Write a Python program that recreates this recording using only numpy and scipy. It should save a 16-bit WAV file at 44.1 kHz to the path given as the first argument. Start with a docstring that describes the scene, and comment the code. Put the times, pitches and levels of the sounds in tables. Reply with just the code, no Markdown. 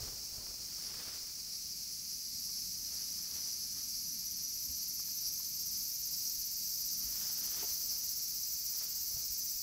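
"""Cicadas shrill in the trees around a tent on a summer day; a far chorus, open air and a drone never stop.
At the start the tent cloth rustles and a hand-held camera gets soft knocks; both come back later.
From about 1 s a nearer group rasps in short surges and swells, and a thin whistle comes and goes.
All the while two near cicadas wind up, ever higher and louder; near 7.6 s there is a hollow double knock.
Insects are uneven clicks made to ring or coloured; cloth and air are coloured noise; knocks are fading tones."""
import sys
import numpy as np
from scipy import signal
from scipy.fft import rfft, irfft, next_fast_len
from scipy.io import wavfile

SR = 44100
rng = np.random.default_rng(int(sys.argv[2]) if len(sys.argv) > 2 else 0)


def dump(signal):
    """Clip the signal to [-1, 1] and save it as 16-bit WAV at the path in sys.argv[1]."""
    limited = np.clip(np.atleast_2d(signal).T, -1, 1)
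    pcm = np.round(limited * 32767).astype(np.int16)
    wavfile.write(sys.argv[1], SR, pcm)


N = 424241
TIME = np.arange(N) / SR


def amp(db):
    """Turns decibels into a plain multiplier."""
    return 10 ** (np.asarray(db) / 20)


def evened(x):
    """Scales a sound to an average strength (rms) of 1."""
    return x / np.sqrt(np.mean(x ** 2) + 1e-20)


def curves(rows):
    """Draws each column of a table as a curve over the whole time."""
    t, *columns = np.transpose(rows)
    return [np.interp(TIME, t, column) for column in columns]


def add(mix, start_s, sound):
    """Mixes in a sound that starts at start_s seconds."""
    part = mix[max(round(start_s * SR), 0):][:len(sound)]
    part += sound[:len(part)]


def coloured(x, spectrum):
    """Filters x by a spectrum table, read on a log pitch scale, and evens it to rms 1."""
    size = next_fast_len(N)
    hz, db = np.transpose(spectrum)
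    bins = np.fft.rfftfreq(size, 1 / SR)
    gain = amp(np.interp(np.log(bins + 1), np.log(hz), db))
    return evened(irfft(rfft(x, size) * gain, size)[:N])


def noise(spectrum):
    """Makes steady noise of a given colour, at rms 1."""
    return coloured(rng.standard_normal(N), spectrum)


def wander(per_s):
    """Drifts between random points, per_s of them a second, at rms 1."""
    knots = rng.standard_normal(4096)
    return evened(np.interp(TIME * per_s, np.arange(len(knots)), knots))


def resonate(x, hz, width):
    """Rings x in a steep resonance, width in Hz, that follows the pitch curve hz; rms 1."""
    turn = np.exp(2j * np.pi * np.cumsum(hz) / SR)
    r = np.exp(-np.pi * width / SR)
    # shift the pitch down to zero, smooth there, then shift back up
    smooth = signal.lfilter([1], [1, -2 * r, r * r], x / turn)
    return evened((turn * smooth).real)


def clicks(click_hz, jitter, uneven_db):
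    """A tymbal (a ribbed drum skin) buckles at a nearly steady rate, each click of its own size."""
    turns = np.cumsum(click_hz * (1 + jitter * wander(40))) / SR
    return np.diff(np.floor(turns), prepend=0) * amp(uneven_db * rng.standard_normal(N))


def trees(x, wet_db, t60, count=6):
    """Swaying leaves scatter a sound: its short tail of echoes drifts from one pattern to the next."""
    t = TIME[:SR // 8]
    tails = rng.standard_normal((count, len(t))) * amp(-60 * t / t60)
    sway = count * wander(5)
    wet = np.zeros(N)
    for k, tail in enumerate(tails):
        away = (sway - k) % count - count / 2
        share = np.sqrt(np.maximum(1 - abs(away), 0))
        wet += signal.oaconvolve(x * share, tail / np.linalg.norm(tail))[:N]
    # wet_db sets the echoes against the direct sound
    return evened(amp(-wet_db) * x + wet)


def swarm(click_hz, throb_hz, throb_db, count):
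    """Several cicadas click and throb, each at its own pace around the given rates."""
    out = np.zeros(N)
    for pace in np.linspace(.75, 1.25, count):
        throb_rate = throb_hz * pace * (1 + 0.1533 * wander(3))
        throb = np.sin(2 * np.pi * np.cumsum(throb_rate) / SR)
        out += clicks(click_hz * pace, jitter=.08, uneven_db=3) * amp(throb_db * throb)
    return evened(out - out.mean())


# colour of the far chorus: (f/Hz, relative level/dB)
CHORUS_COLOUR = [(3000, -33.5), (3600, -23.5), (4000, -10.5), (4400, -2), (4800, 3), (5500, 3),
                 (6200, -1.5), (6900, -7.5), (8000, -10), (9400, -14), (10600, -13.5), (12400, -14.5),
                 (14300, -9), (15700, -8.5)]
# its loudness: (t/s, level/dB)
CHORUS_LOUDNESS = [(0, -43.5), (1.5, -43.5), (3, -42.5), (5, -44), (7.3, -43), (9.6, -44)]


def chorus(hiss_db=1):
    """Far cicadas blur into a grainy hiss that flutters a little."""
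    far_swarm = swarm(click_hz=230.86, throb_hz=11, throb_db=1.5, count=4)
    grain = trees(far_swarm, wet_db=1.5, t60=0.069)
    farthest = amp(hiss_db) * rng.standard_normal(N)
    level_db = curves(CHORUS_LOUDNESS)[0] + 0.56 * wander(25)
    return coloured(grain + farthest, CHORUS_COLOUR) * amp(level_db)


# colour of the nearer group, with its body tone and octave: (f/Hz, relative level/dB)
GROUP_COLOUR = [(3600, -33), (4400, -11), (4900, -4), (5400, -2), (5900, 1), (6400, -2), (7200, -15.5),
                (9300, -20.5), (10500, -9.5), (11400, -5.5), (12500, -7.5), (13500, -25), (15700, -51)]
# its loudness: (t/s, level/dB)
GROUP_LOUDNESS = [(0, -52.5), (1.2, -53.5), (2, -48.5), (2.6, -48), (4, -46), (5.5, -44), (7.3, -42.5),
                  (8.3, -43.5), (9.6, -44.5)]
# colour of the rasp in a surge: (f/Hz, relative level/dB)
RASP_COLOUR = [(3700, -29.5), (4400, -6), (4900, 4), (5400, 3), (5900, 3.5), (6500, -7), (7400, -42),
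               (9300, -19.5), (10500, -6.5), (11400, -11), (12600, -20), (15700, -32)]
# short surges: (t/s at the crest, level/dB)
SURGE_CRESTS = [(.86, -44.5), (1.55, -45), (1.91, -49), (2.131, -45), (2.45, -45), (2.58, -41.5),
                (3.01, -45), (3.44, -46), (3.64, -47), (3.97, -44.5), (4.39, -45.5), (4.82, -43.5),
                (5.26, -38.5), (5.751, -43.5), (6.27, -43), (6.62, -48), (6.83, -48), (7.03, -45),
                (7.3, -46), (7.92, -40.5), (8.34, -44), (8.8, -43), (9.12, -44)]


def group(surge_s=0.026):
    """The nearer group swells; one of them rasps out in brief bell-shaped surges."""
    near_swarm = swarm(click_hz=259.5, throb_hz=18, throb_db=2.0, count=3)
    steady = trees(near_swarm, wet_db=6.0, t60=0.13)
    level_db = curves(GROUP_LOUDNESS)[0] + .5 * wander(12)
    rasp = trees(clicks(190, jitter=.12, uneven_db=1.5), wet_db=33, t60=0.084)
    surges = sum(amp(db) * np.exp(-.5 * ((TIME - t) / surge_s) ** 2) for t, db in SURGE_CRESTS)
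    return coloured(steady, GROUP_COLOUR) * amp(level_db) + coloured(rasp, RASP_COLOUR) * surges


# how hard the two near cicadas sing: (t/s, effort, 1 = full song)
SONG_EFFORT = [(0, .02), (1.2, .09), (2, 0.21), (2.4, 0.38), (3.7, 0.43), (4.8, 0.71), (5.6, 0.81),
               (6.5, 0.96), (8, 1.02), (9.6, 1.09)]
# how a hollow abdomen sends out the sound: (f/Hz, relative level/dB)
ABDOMEN_COLOUR = [(3000, -32), (4300, 8.5), (5000, 1.5), (6000, 2), (6800, -4), (7600, -0.5), (9300, -6.5),
                  (11000, 1), (12200, -5), (12900, 1.5), (13500, 1.5), (14500, -1), (15700, 4)]
# shrill pitch at no effort and its climb to full song, both before each singer's tuning
SLACK_HZ, CLIMB_HZ = 10680, 3090
DOUBLING_DB = 6  # louder by this for each doubling of effort
IN_STEP_S = 6.062  # both abdomens are at the same point of the throb here


def soloist(pace, db, tuning, sweep=0.072, body_ratio=0.5, body_db=-3.0, body_throb=0.12,
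            body_sweep=0.078, shrill_throb=0.79, shrill_width_hz=1900, body_width_hz=1600):
    """Clicks ring a shrill and a body tone near the octave below; the pumping abdomen sweeps both."""
    effort = curves(SONG_EFFORT)[0]
    throbs = np.cumsum(curves(pace)[0]) / SR
    pump = np.cos(2 * np.pi * (throbs - np.interp(IN_STEP_S, TIME, throbs)))
    # more effort means a higher pitch and a wider sweep
    pitch = tuning * (SLACK_HZ + CLIMB_HZ * effort)
    hz = pitch * (1 + sweep * np.sqrt(abs(effort)) * pump + 0.01 * wander(300))
    # two tymbals take turns, and their ribs add a finer rattle
    turns = clicks(390, jitter=.04, uneven_db=1)
    drive = turns + 0.54 * clicks(980, jitter=.03, uneven_db=2.0)
    drive = drive - drive.mean()
    # stretched, the abdomen favours the shrill; slack, the body tone
    shrill = resonate(drive, hz, width=shrill_width_hz) * evened(1 + shrill_throb * pump)
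    body_hz = hz * body_ratio * (1 + body_sweep * pump)
    body = resonate(drive, body_hz, width=body_width_hz) * evened(1 - body_throb * pump)
    song_db = db + DOUBLING_DB * np.log2(np.maximum(effort, .001))
    voice = (shrill + amp(body_db) * body) * amp(song_db)
    # colouring evens the level, so the voice's own strength is put back
    return coloured(trees(voice, wet_db=-2, t60=0.051), ABDOMEN_COLOUR) * voice.std()


# the pumping pace of each near cicada: (t/s, throbs per second)
LEADER_THROBS = [(2, 18.54), (2.8, 18.33), (3.6, 16.06), (4.4, 17.35), (5.4, 18.11), (6.5, 17.31),
                 (7.2, 17.19), (7.8, 16.57), (9.6, 16.36)]
RIVAL_THROBS = [(2, 15.85), (3.6, 15.71), (5.2, 15.47), (6.5, 15.04), (8, 15.25), (9.6, 14.3)]


def near_pair():
    """A leader and a fainter rival pump at their own pace, so their throbs drift in and out of step."""
    leader = soloist(LEADER_THROBS, db=-45.5, tuning=0.972)
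    rival = soloist(RIVAL_THROBS, db=-49.0, tuning=0.975)
    return leader + rival


# a thin whistle within the chorus: (t/s, f/Hz, level/dB)
WHISTLE_NOTE = [(0, 5730, -69), (2.2, 5880, -63), (2.7, 5930, -53), (4.3, 5880, -49.5), (5, 5910, -51),
                (6.2, 5990, -62), (7.2, 5920, -59), (7.8, 6050, -61), (9.6, 5970, -53.5)]


def whistle():
    """One insect with a sharply tuned body holds a thin, fuzzy note: noise through a narrow resonance."""
    hz, level_db = curves(WHISTLE_NOTE)
    return resonate(rng.standard_normal(N), hz, width=120) * amp(level_db + 2 * wander(18))


# colour of tent cloth sliding: (f/Hz, relative level/dB)
SLIDE_COLOUR = [(100, -11), (300, 1), (600, -2.5), (900, -2.5), (1300, 0.5), (2000, 0), (2700, -1),
                (4000, 1.5), (7000, -8), (10000, -2), (15000, -18.5)]
# colour of the dull flap of tugged cloth: (f/Hz, relative level/dB)
FLAP_COLOUR = [(20, -1.5), (40, 8), (120, -1.5), (250, -5), (420, -3.5), (900, -9.5), (1500, -14),
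               (3000, -30)]
# strokes of the cloth: (t/s at the crest, rise t/s, fall t/s, slide level/dB, flap level/dB)
CLOTH_STROKES = [(.03, .1, 0.18, -57.5, -53.5), (.45, 0.25, 0.21, -67, -58),
                 (1.02, 0.32, 0.26, -52.5, -60.5), (1.3, .2, 0.66, -66.5, -69.5),
                 (2.98, .14, 0.24, -60, -77), (3.37, 0.26, .25, -58, -76), (3.78, 0.064, .06, -59, -78),
                 (7.2, 0.18, 0.48, -55.5, -73), (7.6, 0.28, 0.15, -52.5, -63.5),
                 (7.88, 0.37, 0.51, -64, -68), (8.83, 0.19, .17, -59, -66), (9.17, 0.15, .15, -68, -65.5)]
STROKE_ROUND = 1.06  # 1 = pointed crest, 2 = round
FLAP_REST_DB = -77  # the cloth never hangs quite still


def cloth():
    """Tent cloth slides in uneven strokes and flaps dully, as two noises that swell and fade together."""
    slide, flap = 0, amp(FLAP_REST_DB)
    for t, rise, fall, slide_db, flap_db in CLOTH_STROKES:
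        # 10 dB down one rise before and one fall after the crest
        away = np.maximum((t - TIME) / rise, (TIME - t) / fall)
        swell_db = -10 * away ** STROKE_ROUND
        slide = np.maximum(slide, amp(slide_db + swell_db))
        flap = np.maximum(flap, amp(flap_db + swell_db))
    return (noise(SLIDE_COLOUR) * slide + noise(FLAP_COLOUR) * flap) * amp(1.66 * wander(70))


def ring(hz, t60, rise_s):
    """One struck tone starts softly and falls by 60 dB in t60 seconds."""
    t = TIME[:SR // 2]
    return np.sin(2 * np.pi * hz * t) * amp(-60 * t / t60) * (1 - np.exp(-t / rise_s))


# soft bumps on the camera body: (t/s, level/dB before the fade, f/Hz, time to fade 60 dB t/s)
BODY_BUMPS = [(.005, -42, 120, 0.084), (.028, -37, 83, 0.057), (.13, -45, 90, .08), (.38, -43, 95, 0.071),
              (4.691, -45, 67.6, 0.19), (5.27, -54, 60, .15), (6.38, -50, 55.3, 0.16),
              (7.045, -47.5, 48.6, 0.38), (7.715, -45, 70, 0.06), (9.141, -42, 65.7, 0.089),
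              (9.164, -45, 131, 0.074), (9.3, -46, 55, 0.11), (9.55, -51, 49.4, 0.18)]
# a hollow double knock: (t/s, level/dB)
DOUBLE_KNOCK = [(7.627, -42.5), (7.64, -45.5)]
# the tones in each knock: (f/Hz, level/dB added to the knock's, time to fade 60 dB t/s)
KNOCK_TONES = [(413, 3, 0.042), (564, -6, 0.036), (720, -4, 0.09), (876, -0.5, 0.042)]
# faint ticks: (t/s, level/dB before the fade, f/Hz, time to fade 60 dB t/s)
FAINT_TICKS = [(.467, -50, 990, 0.027), (2.491, -60, 1156, 0.096), (3.77, -61, 1244, 0.13),
               (4.996, -52, 1150, 0.035), (5.086, -54, 1300, .025), (5.4, -54, 1020, 0.039),
               (7.298, -48, 1630, 0.022), (9.165, -59, 690, .07)]


def handling(scuff=0.64):
    """Bumps of the hand and a hollow knock ring as fading tones; scuffing ticks add gritty noise."""
    out = np.zeros(N)
    for start, db, hz, t60 in BODY_BUMPS:
        add(out, start, amp(db) * ring(hz, t60, rise_s=0.0018))
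    for start, db in DOUBLE_KNOCK:
        knock = sum(amp(tone_db) * ring(hz, t60, rise_s=0.0017) for hz, tone_db, t60 in KNOCK_TONES)
        add(out, start, amp(db) * knock)
    t = TIME[:SR // 2]
    for start, db, hz, t60 in FAINT_TICKS:
        grit = resonate(rng.standard_normal(len(t)), np.full(len(t), hz), width=4000)
        tone = 0.64 * ring(hz, t60, rise_s=0.00093)
        add(out, start, amp(db) * (tone + scuff * grit * amp(-60 * t / t60)))
    return out


# colour of the open air: (f/Hz, relative level/dB)
AIR_COLOUR = [(15, -32), (25, -5), (42, 5.5), (80, 1), (150, -2), (270, -11.5), (400, -12.5), (600, -22.5),
              (900, -24), (1300, -23), (1800, -18.5), (2350, -9), (3200, -13.5), (4500, -10.5), (8000, -48)]
# colour of a low drone far off: (f/Hz, relative level/dB)
DRONE_COLOUR = [(45, -13), (80, 0.5), (120, -7.5), (180, 1.5), (270, -4), (370, -18.5), (600, -28)]
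# loudness of the drone: (t/s, level/dB)
DRONE_LOUDNESS = [(0, -66.5), (1.6, -69.5), (2.4, -64), (4, -64), (6.6, -65), (7.6, -67.5), (8.3, -70.5),
                  (9.6, -70.5)]


def surroundings(air_db=-62.5):
    """Low rumble and faint hiss of the open air, with a distant drone, both gently unsteady noise."""
    air = noise(AIR_COLOUR) * amp(air_db + 0.26 * wander(6.5))
    drone = noise(DRONE_COLOUR) * amp(curves(DRONE_LOUDNESS)[0] + 2.25 * wander(9.8))
    return air + drone


def scene():
    """Everything reaches one microphone, the same in both channels."""
    insects = chorus() + group() + near_pair() + whistle()
    mono = insects + cloth() + handling() + surroundings()
    return np.array([mono, mono])


def record(dry, edge_hz=15740):
    """The recorder's band limit: a steep filter takes away the treble above edge_hz."""
    low_pass = signal.firwin(801, edge_hz, window=("kaiser", 9), fs=SR)
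    return signal.oaconvolve(dry, low_pass[None], "same")


dry = scene()
out = record(dry)
dump(out)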